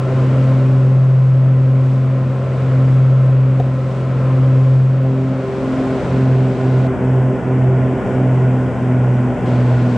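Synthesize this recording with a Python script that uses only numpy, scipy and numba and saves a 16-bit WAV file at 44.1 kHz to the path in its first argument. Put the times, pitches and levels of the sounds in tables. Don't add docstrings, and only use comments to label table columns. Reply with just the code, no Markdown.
import sys
import numpy as np
from scipy import signal
from scipy.fft import rfft, irfft, next_fast_len
from scipy.io import wavfile
from scipy.ndimage import uniform_filter1d
from numba import njit

SR = 44100
rng = np.random.default_rng(int(sys.argv[2]) if len(sys.argv) > 2 else 0)


def to_wav(sig):
    pcm = np.clip(np.atleast_2d(sig), -1, 1) * 32767
    pcm = np.round(pcm).astype(np.int16)
    wavfile.write(sys.argv[1], SR, pcm.T)


N = 439677

# f/Hz, density at window/dB, at aisle/dB, side minus mid/dB
ROAR_SPECTRUM = [(30, -78.5, -77, -28), (42, -63, -59.5, -25), (75, -60.5, -58.5, -20.5),
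                 (100, -54, -52.5, -9), (170, -54.5, -52.5, -11), (412, -58.5, -53, -23),
                 (590, -60, -51.5, -17.5), (865, -67, -62.5, -18), (1330, -68, -72, -12.5),
                 (1680, -73.5, -71.5, -9.5), (2420, -77, -75.5, -10), (3980, -88, -86, -8),
                 (7060, -96.5, -94.5, -5), (9570, -103, -103, -4), (11900, -122, -122, -1)]
# f/Hz, width/Hz, gain at window/dB, at aisle/dB
RESONANCES = [(544.4, 81, 9, -5.5), (1039, 45, 7.5, 7), (1321, 62, 5, 3.5), (1452, 110, 1, 8.5),
              (7800, 760, 3.5, 5), (12000, 900, -8.5, -8.5)]
# t/s, ring level/dB, click level/dB, contact time/s
KNOCKS = [(3.292, -11, -32, 0.004), (3.599, -10, -20.5, 0.0022), (5.029, -60, -48, .0004)]
# f/Hz, level/dB, t60/s
BODY_MODES = [(714, 4.5, .05), (467, -0.5, 0.05), (190, -10.5, 0.051)]
# t/s, click level/dB
ZOOM_SWITCHES = [(6.873, -32), (9.457, -37)]
# f/Hz, gain/dB
ZOOM_DIP = [(2000, 0), (3200, -3.5), (4100, -13), (4900, -7), (6000, -4.5), (8500, -2), (10500, 1)]
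# t/s, turn (0 window, 1 aisle), lean to the slower engine/dB, roar gain/dB
CAMERA_COURSE = [(0, 0, -0.5, -1.3), (.5, 0.11, 1.6, 1.5), (1, 0, -0.1, -0.1), (4.2, 0, .1, 1.14),
                 (4.8, 0.07, 2.5, 0), (5.2, 0.31, -3.5, 0.3), (5.5, .32, .1, 0.7), (6, 0.59, 0.8, 0.6),
                 (6.4, .99, 2.3, 0.1), (7.6, .99, -1.5, 0.95), (8.1, 0.9, -0.6, 2), (8.7, .99, 2, -0.1),
                 (9.4, 0.96, 0.9, 0.4), (9.97, 1, 4, 1)]
# t/s, mean f/Hz, difference/Hz
BLADE_RATES = [(0, 130.7, .445), (2.028, 130.6, .343), (3.084, 130.6, .83), (4.073, 130.3, .455),
               (5.1, 131.1, .744), (6.045, 130.7, 1.01), (6.436, 129.7, 2.463), (7.093, 128.8, 2.479),
               (7.498, 128.4, 1.696), (8.44, 127.6, 1.3), (9.1, 125.6, 1.62), (9.97, 123, 1.56)]
# slower engine's level/dB at window, half turned and at aisle,
# the same three for the faster engine, loss below FULL_RATE_HZ/(dB/Hz), share of the lean (0-1)
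BLADE_TONES = [(-12, -19, -19, -17.5, -21, -19.5, 0.1, 0.97),
               (-32.5, -25.5, -26.5, -33.5, -27.5, -31.5, -0.26, 0.81),
               (-42.5, -30.5, -33.5, -41, -32.5, -30, 2.5, .05),
               (-40.5, -37.5, -38.5, -42, -38.1, -39, 1.5, .05),
               (-47.5, -44, -42, -46.5, -43.1, -41, 4.5, .05)]
FUNDAMENTAL_PATH = [(.3, 0.51), (.6, 0.027)]
# multiple of the four-stroke cycle rate, level at window/dB, at aisle/dB,
# extra path of the faster engine/cycles
ENGINE_ORDERS = [(3, -45, -44.5, 0.24), (4, -45, -42.5, .4), (5, -50, -49, 0.058), (7, -47, -50, .7),
                 (8, -39.5, -38.5, .35), (9, -43.5, -37, .55), (10, -40, -38.5, 0.69), (11, -47, -41, 0.16),
                 (14, -56.5, -45.5, .8), (15, -49, -53.5, .6), (17, -45, -52.5, .9), (48, -51, -56, .2)]

UPPER_PATH = (.52, 0, .42, .97)
PASSES_PER_CYCLE = 6
FULL_RATE_HZ, HALF_TURNED = 128.3, .32
CLICK_CYCLES = 5.4
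LEFT_LEAN, TOP_HZ = .12, 15700


def undb(db):
    return 10 ** (np.asarray(db) / 20)


def curves(table):
    times, *columns = np.transpose(table)
    return [np.interp(np.arange(N) / SR, times, c) for c in columns]


def walk(rate_hz):
    hold = int(SR / rate_hz)
    steps = np.repeat(rng.standard_normal(N // hold + 1), hold)
    return 1.2 * uniform_filter1d(uniform_filter1d(steps, hold), hold)[:N]


def slipstream(aisle, slow, fast):
    size = next_fast_len(N)
    hz = np.maximum(np.arange(size // 2 + 1) * SR / size, 1)
    knots_hz, *columns = np.transpose(ROAR_SPECTRUM)
    window_db, aisle_db, side_db = (np.interp(np.log(hz), np.log(knots_hz), c) for c in columns)
    for centre_hz, width_hz, window_peak_db, aisle_peak_db in RESONANCES:
        bump = 1 / (1 + (2 * (hz - centre_hz) / width_hz) ** 2)
        window_db += window_peak_db * bump
        aisle_db += aisle_peak_db * bump
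    mid, side = rfft(rng.standard_normal((2, size))) * np.sqrt(SR / 2)
    side = side * undb(side_db) + LEFT_LEAN * hz / (hz + 2000) * mid
    stereo = np.array([mid + side, mid - side])
    at_window, at_aisle = (irfft(stereo * undb(db), size)[:, :N] for db in (window_db, aisle_db))
    roar = at_window + (at_aisle - at_window) * aisle
    hiss = signal.sosfilt(signal.butter(2, 2500, "highpass", fs=SR, output="sos"), roar)
    treble_flutter = (undb(.8 * walk(8.2)) - 1) * hiss
    throb = 1 + .05 * (np.cos(2 * np.pi * slow) + np.cos(2 * np.pi * fast))
    gusts = undb(.5 * walk(2.5))
    return (roar + treble_flutter) * throb * gusts


def finger_knocks():
    out, t = np.zeros(N), np.arange(SR // 8) / SR
    modes = sum(undb(db) * np.sin(2 * np.pi * hz * t) * np.exp(-np.log(1000) * t / t60)
                for hz, db, t60 in BODY_MODES)
    for start_s, ring_db, click_db, contact_s in KNOCKS:
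        force = np.hanning(int(contact_s * SR) + 3) ** 4
        ring = np.convolve(modes, force / force.sum())[:len(t)]
        burst = rng.standard_normal(len(t)) * np.minimum(t / .001, 1) * np.exp(-t / .0046)
        cutoff_hz = min(CLICK_CYCLES / contact_s, SR / 3)
        click = signal.lfilter(*signal.butter(2, cutoff_hz, fs=SR), burst)
        start = int(start_s * SR)
        out[start:start + len(t)] += undb(ring_db) * ring + undb(click_db) * click
    return out


def engine_orders(aisle, slow, fast):
    lines = np.zeros((2, N))
    for multiple, window_db, aisle_db, path in ENGINE_ORDERS:
        gain = undb(window_db + (aisle_db - window_db) * aisle)
        start_phase = rng.random()
        for engine, passes in enumerate((slow, fast)):
            cycles = multiple / PASSES_PER_CYCLE * passes + start_phase + engine * path
            lines[engine] += gain * np.cos(2 * np.pi * (cycles + .038 * walk(6)))
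    return lines


def propellers(aisle, lean_db, blade_hz, slow, fast):
    tones = np.zeros((2, N))
    drop_hz = np.maximum(FULL_RATE_HZ - blade_hz, 0)
    paths = (np.interp(aisle, *np.transpose(FUNDAMENTAL_PATH)), *UPPER_PATH)
    for k, (*levels_db, loss, share) in enumerate(BLADE_TONES):
        waver_db = min(.3 + .5 * k, 1.5)
        pair = (levels_db[:3], lean_db, slow), (levels_db[3:], -lean_db, fast + paths[k] / (k + 1))
        for engine, (places_db, lean, passes) in enumerate(pair):
            db = np.interp(aisle, (0, HALF_TURNED, 1), places_db) + share * lean - loss * drop_hz
            phase = 2 * np.pi * (k + 1) * passes - 1.445 * k
            tones[engine] -= undb(db + waver_db * walk(14)) * np.cos(phase)
    return tones


def beating_hum(engines, aisle):
    mid = np.sqrt(2) * engines.sum(axis=0)
    side = (.035 - .08 * aisle) * mid + .06 * aisle * (engines[0] - engines[1])
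    side -= 3.5e-5 * SR * np.gradient(mid) * (1 - .6 * aisle)
    return np.array([mid + side, mid - side])


def scene():
    blade_hz, gap_hz = curves(BLADE_RATES)
    aisle, lean_db, roar_db = curves(CAMERA_COURSE)
    passes = np.cumsum(blade_hz) / SR
    lead = np.cumsum(gap_hz) / SR - .016
    slow, fast = passes - lead / 2, passes + lead / 2
    engines = propellers(aisle, lean_db, blade_hz, slow, fast) + engine_orders(aisle, slow, fast)
    return undb(roar_db) * slipstream(aisle, slow, fast) + finger_knocks() + beating_hum(engines, aisle)


@njit
def follow(rectified, level, attack_s, release_s):
    out = np.empty(len(rectified))
    for i, x in enumerate(rectified):
        level += (x - level) / (SR * (attack_s if x > level else release_s))
        out[i] = level
    return out


def record(dry):
    size = next_fast_len(N)
    dip_db = np.interp(np.arange(size // 2 + 1) * SR / size, *np.transpose(ZOOM_DIP))
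    dipped = irfft(rfft(dry, size) * undb(dip_db), size)
    on, off = (int(s * SR) for s, _ in ZOOM_SWITCHES)
    sound = np.concatenate([dry[:, :on], dipped[:, on:off], dry[:, off:]], axis=1)
    level = follow(np.abs(sound).max(axis=0), undb(-12.5), attack_s=.012, release_s=1.2)
    sound *= (undb(-7) / np.maximum(level, undb(-12))) ** .74
    for s, click_db in ZOOM_SWITCHES:
        sound[:, int(s * SR)] += undb(click_db)
    return signal.sosfilt(signal.ellip(8, .2, 70, TOP_HZ, fs=SR, output="sos"), sound)


dry = scene()
out = record(dry)
to_wav(out)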